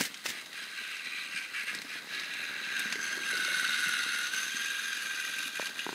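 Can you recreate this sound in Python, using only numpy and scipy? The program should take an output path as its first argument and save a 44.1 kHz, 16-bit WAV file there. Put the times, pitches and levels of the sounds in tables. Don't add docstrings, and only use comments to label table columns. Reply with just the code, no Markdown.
import sys
import numpy as np
from scipy import signal
from scipy.fft import rfft, irfft, next_fast_len
from scipy.io import wavfile

SR = 44100
rng = np.random.default_rng(int(sys.argv[2]) if len(sys.argv) > 2 else 0)


def wav_record(signal):
    frames = np.transpose(np.atleast_2d(signal))
    bounded = np.clip(frames, -1, 1)
    quanta = np.round(bounded * 32767).astype(np.int16)
    wavfile.write(sys.argv[1], SR, quanta)


N = 262337

# (time [s], speed [turns/s])
MOTOR_SPEED = [(0, 82.5), (0.55, 83), (0.9, 77.6), (1.4, 79.6), (1.9, 86.6), (2.4, 81.8), (2.7, 79.5),
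               (3.0, 79.5), (3.26, 81), (3.35, 74.7), (3.8, 73.6), (4.05, 71.4), (4.27, 72.4), (4.33, 76.7),
               (4.48, 76.9), (4.55, 80), (4.75, 80.3), (5.1, 78.7), (5.45, 78), (5.6, 79.6), (5.95, 80.2)]
# (time [s], level [dB])
WHINE_GAIN = [(.03, -3), (.1, -6), (.5, -7.5), (.58, -2.5), (.8, 1.5), (1.0, -3.5), (1.3, -1.5), (2.2, 0),
              (2.7, 4.5), (2.85, -0.5), (3.23, -2), (3.35, -3.5)]


def from_db(db):
    return 10 ** (np.asarray(db) / 20)


def rms_one(x):
    return x / np.sqrt(np.mean(x ** 2) + 1e-20)


def in_time(rows):
    return np.interp(np.arange(N) / SR, *np.transpose(rows))


def band(x, low_hz, high_hz, order=2):
    edges = [low_hz, min(high_hz, .45 * SR)]
    return signal.sosfilt(signal.butter(order, edges, "band", fs=SR, output="sos"), x + 1e-18)


def through(x, curve):
    hz, db = np.transpose(curve)
    size = 2 * next_fast_len(N // 2 + 4096)
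    bins_hz = np.arange(size // 2 + 1) * SR / size + 1
    gain = from_db(np.interp(np.log(bins_hz), np.log(hz), db))
    cepstrum = irfft(np.log(gain + 1e-6))
    cepstrum[1:size // 2] *= 2
    cepstrum[size // 2 + 1:] = 0
    return irfft(rfft(x, size) * np.exp(rfft(cepstrum)))[:N]


def coloured(x, spectrum):
    return rms_one(through(x, spectrum))


def drift(hz):
    points = rng.standard_normal(4096)
    return rms_one(np.interp(np.arange(N) / SR * hz * 2, np.arange(len(points)), points))


def grains(per_s, spread_db):
    sizes = from_db(spread_db * np.minimum(rng.standard_normal(N), 2)) * rng.choice([-1, 1], N)
    return rms_one(sizes * (rng.random(N) < per_s / SR))


def strikes(times, db):
    force = np.zeros(N)
    samples = np.round((np.asarray(times) + .0015) * SR).astype(int)
    force[np.clip(samples, 0, N - 1)] = from_db(db)
    return force


def fade(x, t60):
    return signal.lfilter([1], [1, -from_db(-60 / (t60 * SR))], x + 1e-18)


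def ring(x, hz, t60):
    radius, angle = from_db(-60 / (t60 * SR)), 2 * np.pi * hz / SR
    return signal.lfilter([0, np.sin(angle)], [1, -2 * radius * np.cos(angle), radius ** 2], x + 1e-18)


def pop(time, db, hz, cycles):
    return ring(strikes(time, db), hz, cycles / hz)


def resonate(x, hz, width_hz):
    radius = np.exp(-np.pi * width_hz / SR)
    section = [1, 0, -1, 1, -2 * radius * np.cos(2 * np.pi * hz / SR), radius ** 2]
    return rms_one(signal.sosfilt([section, section], x))


def room(x, t60=0.53, wet_db=-13):
    t = np.arange(SR // 2) / SR
    tails = band(rng.standard_normal((4, len(t))), 200, 7000, order=1)
    tails *= from_db(-60 * t / t60) * (t > .003)
    tails /= np.linalg.norm(tails, axis=1, keepdims=True)
    shares = np.array([drift(3) for _ in tails])
    shares /= np.linalg.norm(shares, axis=0)
    reflections = sum(signal.fftconvolve(x * share, tail)[:N] for share, tail in zip(shares, tails))
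    return x + from_db(wet_db) * reflections


def finger_taps(tap_db=-3.5, pop_db=-1, pop_cycles=8):
    # (time [s], relative level [dB], pop pitch [Hz], contact hardness [dB])
    taps = [(0.006, -14.5, 261, -5), (0.009, -22.5, 514, -12), (0.256, -27.5, 600, 2),
            (5.5955, -20, 614, 1), (5.625, -39, 640, 11), (5.864, -23, 400, 5), (5.8898, -26, 430, 7),
            (5.927, -26, 388, 2)]
    # (frequency [Hz], gain [dB], t60 [s])
    case_modes = [(970, -1.5, 0.0087), (1450, -4.5, 0.0072), (1930, -13, 0.002)]
    times, peak_db, pop_hz, hardness_db = np.transpose(taps)
    pops = sum(pop(t, db + tap_db + pop_db, hz, pop_cycles) for t, db, hz in zip(times, peak_db, pop_hz))
    blows = strikes(times, peak_db + tap_db + hardness_db)
    case = sum(from_db(db) * ring(blows, hz, t60) for hz, db, t60 in case_modes)
    return band(pops + case, 185, 12000, order=3)


def finger_slips(rise_db_per_s=906, fall_db_per_s=518):
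    # (time [s], level [dB])
    slips = [(.01, -25), (.055, -31.5), (0.259, -34.5), (.267, -38), (.29, -34), (.303, -36.5)]
    # (frequency [Hz], relative density [dB])
    rub_spectrum = [(40, -62), (90, -16), (160, -7), (250, -6), (450, -10.5), (800, -14), (1200, -19),
                    (1800, 1), (3200, -7.5), (4800, -6), (8000, -10.5), (12000, -16.5), (15500, -15)]
    now = np.arange(N) / SR
    envelopes_db = [db - np.maximum(rise_db_per_s * (t - now), fall_db_per_s * (now - t)) for t, db in slips]
    friction = grains(per_s=3700, spread_db=3.0) + .5 * rng.standard_normal(N)
    return from_db(np.max(envelopes_db, axis=0)) * coloured(friction, rub_spectrum)


def brushes(level_db=-55.0, spark_db=2.7):
    # (frequency [Hz], relative density [dB])
    hiss_spectrum = [(2000, -22), (4000, 9), (5600, -6), (6350, 2.5), (7200, -3.5), (8600, -2), (9250, -7),
                     (9900, -1), (12000, -7), (15500, -11)]
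    turns = np.cumsum(in_time(MOTOR_SPEED)) / SR
    sparking_db = spark_db * np.cos(2 * np.pi * turns)
    return from_db(level_db + sparking_db) * coloured(rng.standard_normal(N), hiss_spectrum)


def rolling(rumble_db=4.0, bump_db=-5, bump_cycles=10):
    # (time [s], relative level [dB])
    rumble_level = [(0.0, -65), (0.35, -60.5), (0.62, -64.5), (1.36, -63.5), (1.68, -62), (1.78, -60),
                    (2.05, -59.5), (3.3, -56), (4.9, -62), (5.87, -59), (5.95, -54)]
    # (frequency [Hz], relative density [dB])
    rumble_spectrum = [(30, -67), (55, -23), (90, -11.5), (140, -3), (200, 5), (280, 5), (450, 0.5),
                       (800, -2), (1200, -2), (2000, -20.5)]
    # (time [s], relative level [dB], pitch [Hz])
    joint_bumps = [(1.343, -36, 193), (1.749, -32, 306), (1.762, -37, 190), (1.787, -35, 237),
                   (1.844, -34.5, 262), (2.855, -31, 207), (2.92, -35, 207), (2.924, -39, 620),
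                   (2.955, -28.5, 398), (3.172, -30, 365), (3.203, -36, 328), (3.237, -38, 303),
                   (3.331, -28, 457), (3.344, -33, 470), (3.373, -35, 385), (3.39, -35, 310),
                   (3.454, -35, 370), (3.48, -29, 574), (3.51, -38, 254), (3.868, -29.5, 169),
                   (4.543, -31, 258), (5.457, -35.5, 261)]
    roughness = grains(per_s=170, spread_db=6.0) + 0.88 * rng.standard_normal(N)
    rumble = from_db(in_time(rumble_level) + rumble_db) * coloured(roughness, rumble_spectrum)
    joints = sum(pop(t, db + bump_db, hz, bump_cycles) for t, db, hz in joint_bumps)
    return rumble + band(joints, 190, 3000)


def clicks(ping_cycles=26, crack_db=-14, edge_db=-9, crack_t60=0.041, edge_t60=0.028, seat_t60=0.002):
    # (time [s], relative level [dB], ping pitch [Hz], ping gain [dB], relative
    # treble level [dB])
    snaps = [(0.035, -26, 3040, -1, -31), (0.1412, -21, 3030, -9, -58), (0.172, -33, 4100, 1, -49),
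             (0.2594, -11, 1930, -17, -55), (0.29, -24, 2200, -22, -49), (0.3013, -24, 3500, -2.5, -49),
             (0.412, -27, 2430, -7, -48), (0.459, -27, 3780, -5, -60), (0.528, -25.5, 1930, -8, -60),
             (1.747, -19.5, 5150, -4, -36), (1.7865, -28, 4130, 3, -60), (1.816, -22, 2100, -9, -44),
             (2.1953, -21.5, 3900, -5, -48), (2.24, -28, 2660, -1, -51), (2.336, -24, 2550, -1, -43),
             (2.7924, -27, 2010, -10, -28.5), (2.9225, -12, 2280, -13, -52), (2.9543, -22, 2030, 0, -57),
             (3.233, -26, 2470, 2, -60), (3.3742, -25, 4800, 5, -50), (3.446, -19, 4000, -3.5, -45),
             (4.267, -18, 2740, -7, -52), (4.3436, -21, 2520, -8, -38), (4.5584, -27, 3750, -5.5, -60),
             (5.383, -28, 2460, 5, -38), (5.477, -29, 2690, -7, -44), (5.5533, -29, 2420, -7, -53),
             (5.6565, -23, 4550, -2, -50), (5.669, -22, 2900, -8, -52), (5.691, -26.5, 2410, -6, -55),
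             (5.791, -23.5, 2650, 3.5, -61)]
    # (frequency [Hz], gain [dB])
    edge_spectrum = [(3000, -31), (5700, 2.5), (7700, 6), (8800, 13), (9500, -3), (10400, 6), (12000, -2),
                     (14200, 6), (15500, -38)]
    times, peak_db, ping_hz, ping_db, treble_db = np.transpose(snaps)
    pings = sum(pop(t, db, hz, ping_cycles) for t, db, hz in zip(times, peak_db + ping_db, ping_hz))
    blows = strikes(times, peak_db + crack_db)
    crack = (fade(blows, crack_t60) - fade(blows, seat_t60)) * rng.standard_normal(N)
    edge = fade(strikes(times, treble_db + edge_db), edge_t60) * rng.standard_normal(N)
    return band(pings + 2 * crack, 1270, 5740) + 2 * through(edge, edge_spectrum)


def nearness(pass_s=3.746, closest_m=0.093, speed_m_per_s=0.24):
    along_m = speed_m_per_s * (np.arange(N) / SR - pass_s)
    return closest_m / np.hypot(closest_m, along_m)


def by_side(facing, sides):
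    return np.interp(facing, [0, 1, 2], sides)


def swells(rows, squareness=3.5):
    t = np.arange(0, N, 64) / SR
    total_db = sum(db * np.exp(-np.minimum(np.abs(2 * (t - middle) / length), 10) ** squareness)
                   for middle, length, db in rows)
    return np.interp(np.arange(N) / SR, t, total_db)


def gear_load():
    # (middle time [s], duration [s], rise [dB])
    surges = [(.36, 0.046, 0.5), (.6, 0.041, 0), (1.19, 0.075, 2.5), (1.38, 0.039, 6), (1.58, 0.11, 3.5),
              (1.695, 0.042, 4.5), (1.935, 0.08, 0.5), (2.16, 0.058, 2.5), (2.34, 0.086, 0.5),
              (2.44, 0.013, 3.5), (2.8, 0.1, 2.5)]
    # (middle time [s], duration [s], depth [dB])
    lulls = [(.17, 0.24, 10.5), (.478, 0.13, 11), (.7, 0.1, 4.5), (1.03, 0.016, 5), (1.29, 0.036, 4),
             (1.495, 0.083, 7), (1.655, 0.015, 5), (1.835, 0.11, 9), (2.04, 0.1, 9.5), (2.275, 0.047, 3),
             (2.55, 0.21, 2), (2.98, 0.08, 6), (3.19, 0.12, 4), (4.3, 0.044, 4), (4.5, 0.071, 3),
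             (5.45, 0.045, -1), (5.515, 0.063, 6.5), (5.73, 0.096, 10), (5.92, 0.19, 5)]
    return swells(surges) - swells(lulls)


def shell_interference(x, facing):
    # (frequency [Hz], width [Hz], depth at front [dB], flank [dB], rear [dB])
    dips = [(2300, 160, -6, 8, -2), (3080, 120, -10, 0, 2), (3480, 170, -4, 2, -6), (4200, 86, -7, 5, 5),
            (4430, 190, 5, 2, -2.5), (5470, 450, 4, 1.5, 3), (7270, 270, -4, -2, 13.5)]
    for hz, width, *sides in dips:
        depth = 1 - from_db(-by_side(facing, sides))
        x = x - depth * signal.lfilter(*signal.iirpeak(hz, hz / width, fs=SR), x)
    return x


def shell_rattle(teeth, wobble_db, knock_db, facing, load_db, hiss=0.81, swell_db=0.75, flicker_db=2.0):
    # (frequency [Hz], width [Hz], relative level at front [dB], flank [dB], rear [dB])
    shell_modes = [(1202, 450, -5.5, -10, -7), (1558, 386, -3, 6, 3.5), (1951, 182, 3.5, -3, -1.5),
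                   (2155, 190, -3, 1.5, -11), (2303, 200, 0.5, -9, -8), (2448, 180, 4, -6, 3),
                   (2688, 260, 1.5, -2.5, -2.5), (2860, 184, -8, -4.5, -1), (3238, 350, -11, -5, -6),
                   (3727, 374, -9, -1.5, -2.5), (3996, 255, -4.5, -1.5, -5), (4315, 280, -9.5, -5.5, -9),
                   (4870, 1570, -11.5, -13.5, -12), (6260, 370, -10, -6.5, -6.5),
                   (6560, 310, -5, -18, -8.5), (6600, 5500, -33, -20.5, -20), (7050, 260, -25, -28, -7),
                   (7830, 260, -20, -19, -28), (8540, 390, -14.5, -17, -18), (9190, 380, -29, -14.5, -16),
                   (10120, 400, -23.5, -12, -12.5), (10800, 6000, -28, -23.5, -19.5)]
    # (frequency [Hz], gain per load [dB/dB])
    load_colour = [(1600, 0.02), (2400, 0.82), (3200, 0.25), (4000, 0.15), (7000, 0.56)]
    # (time [s], level [dB])
    hollow_ring = [(.6, -2), (1.2, 5), (1.38, -5.5), (1.9, -2), (2.4, 3.5), (2.8, 3), (3.0, -9),
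                   (3.35, -1.5)]
    # (time [s], level [dB])
    bright_ring = [(2.2, -8), (2.8, 0), (3.1, 3), (3.35, -2), (4.15, -1), (4.45, 3), (4.75, 1), (5.4, 0)]
    # (time [s], level [dB])
    thin_ring = [(1.75, 2), (2.1, -8), (3.3, 1)]
    ring_bands = [(1400, 1700, WHINE_GAIN), (3500, 4200, hollow_ring),
                  (6000, 6800, bright_ring), (8200, 8900, thin_ring)]
    rattle, mid_power = np.zeros(N), np.zeros(N)
    for k, (hz, width, *sides) in enumerate(shell_modes):
        looseness = np.interp(hz, [3000, 6000], [1.0, 0.25])
        chatter = looseness * grains(per_s=3800, spread_db=6.0)
        force = rms_one((-1) ** k * teeth + chatter + hiss * rng.standard_normal(N))
        knock_share = np.interp(hz, [2000, 6000], [0.12, 0.32])
        pressure = rms_one(from_db(wobble_db + knock_share * knock_db + flicker_db * drift(40)))
        colour_db = by_side(facing, sides) + load_db * np.interp(hz, *np.transpose(load_colour))
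        colour_db += sum(in_time(curve) for low_hz, high_hz, curve in ring_bands if low_hz < hz < high_hz)
        gain = np.sqrt(width) * from_db(colour_db + swell_db * drift(4.3))
        rattle += gain * resonate(force * pressure, hz, width)
        mid_power += gain ** 2 * (1800 < hz < 5000)
    radiated = shell_interference(rattle / np.sqrt(mid_power), facing)
    return band(radiated, 1206, 14200, order=4)


def pinion_whine(mesh, wobble_db, knock_db, facing, load_db, throb=0.98, load_gain=1.26):
    # (front [dB], flank [dB], rear [dB])
    side_gains = [-14, -0.2, -4.8]
    flutter_db = drift(140) + .3 * drift(28)
    tone = np.sin(2 * np.pi * mesh) * from_db(throb * wobble_db + knock_db + flutter_db)
    level_db = by_side(facing, side_gains) + in_time(WHINE_GAIN) + load_gain * load_db
    return from_db(level_db) * resonate(tone, hz=1590, width_hz=650)


def once_a_turn(turns, at, width):
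    return np.exp(-(np.sin(np.pi * (turns - at)) / (np.pi * width)) ** 2)


def gearbox(pinion_teeth=20, gear_ratio=5 / 18, motor_db=1.5, tooth_spread=0.45, rattle_db=-1.6,
            direct_db=-33.5, reverberant_db=-41, rear_db=1):
    # (time [s], side [0 front, 1 flank, 2 rear])
    side_heard = [(0, 0.37), (.65, 0.46), (1.1, 0.052), (1.6, 0.36), (2.6, 0.29), (3.15, 0.74),
                  (3.38, 1.005), (4.1, 0.94), (4.5, 1.71), (5.95, 2.13)]
    # (side [0 to 2], rise [dB])
    knock_by_side = [(0, 3.5), (.5, 5), (.9, 10.5), (2, 10)]
    facing, load_db = in_time(side_heard), gear_load()
    turns = np.cumsum(in_time(MOTOR_SPEED)) / SR
    tight_tooth = once_a_turn(turns * gear_ratio, at=.79, width=.105)
    knock_db = tight_tooth * np.interp(facing, *np.transpose(knock_by_side))
    wobble_db = motor_db * np.cos(2 * np.pi * (turns + .12))
    backlash = .12 * drift(130) + .17 * drift(26)
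    unevenness = by_side(facing, [1.4, 1.1, .8])
    mesh = turns * pinion_teeth + unevenness * backlash
    contacts = np.diff(np.floor(mesh), prepend=np.floor(mesh[0]))
    teeth = rms_one(contacts * (tooth_spread * rng.standard_normal(N) + 0.18))
    rattle = from_db(rattle_db) * shell_rattle(teeth, wobble_db, knock_db, facing, load_db)
    whine = pinion_whine(mesh, wobble_db, knock_db, facing, load_db)
    path_gain = np.hypot(from_db(direct_db) * nearness(), from_db(reverberant_db))
    behind_db = rear_db * np.maximum(facing - 1, 0)
    return path_gain * from_db(load_db + behind_db) * (rattle + whine)


def scene():
    train = gearbox() + brushes() + rolling() + clicks()
    return (room(train) + finger_taps() + finger_slips())[None]


def record(dry, cutoff_hz=15600):
    return signal.sosfilt(signal.ellip(10, .2, 80, cutoff_hz, fs=SR, output="sos"), dry)


dry = scene()
out = record(dry)
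wav_record(out)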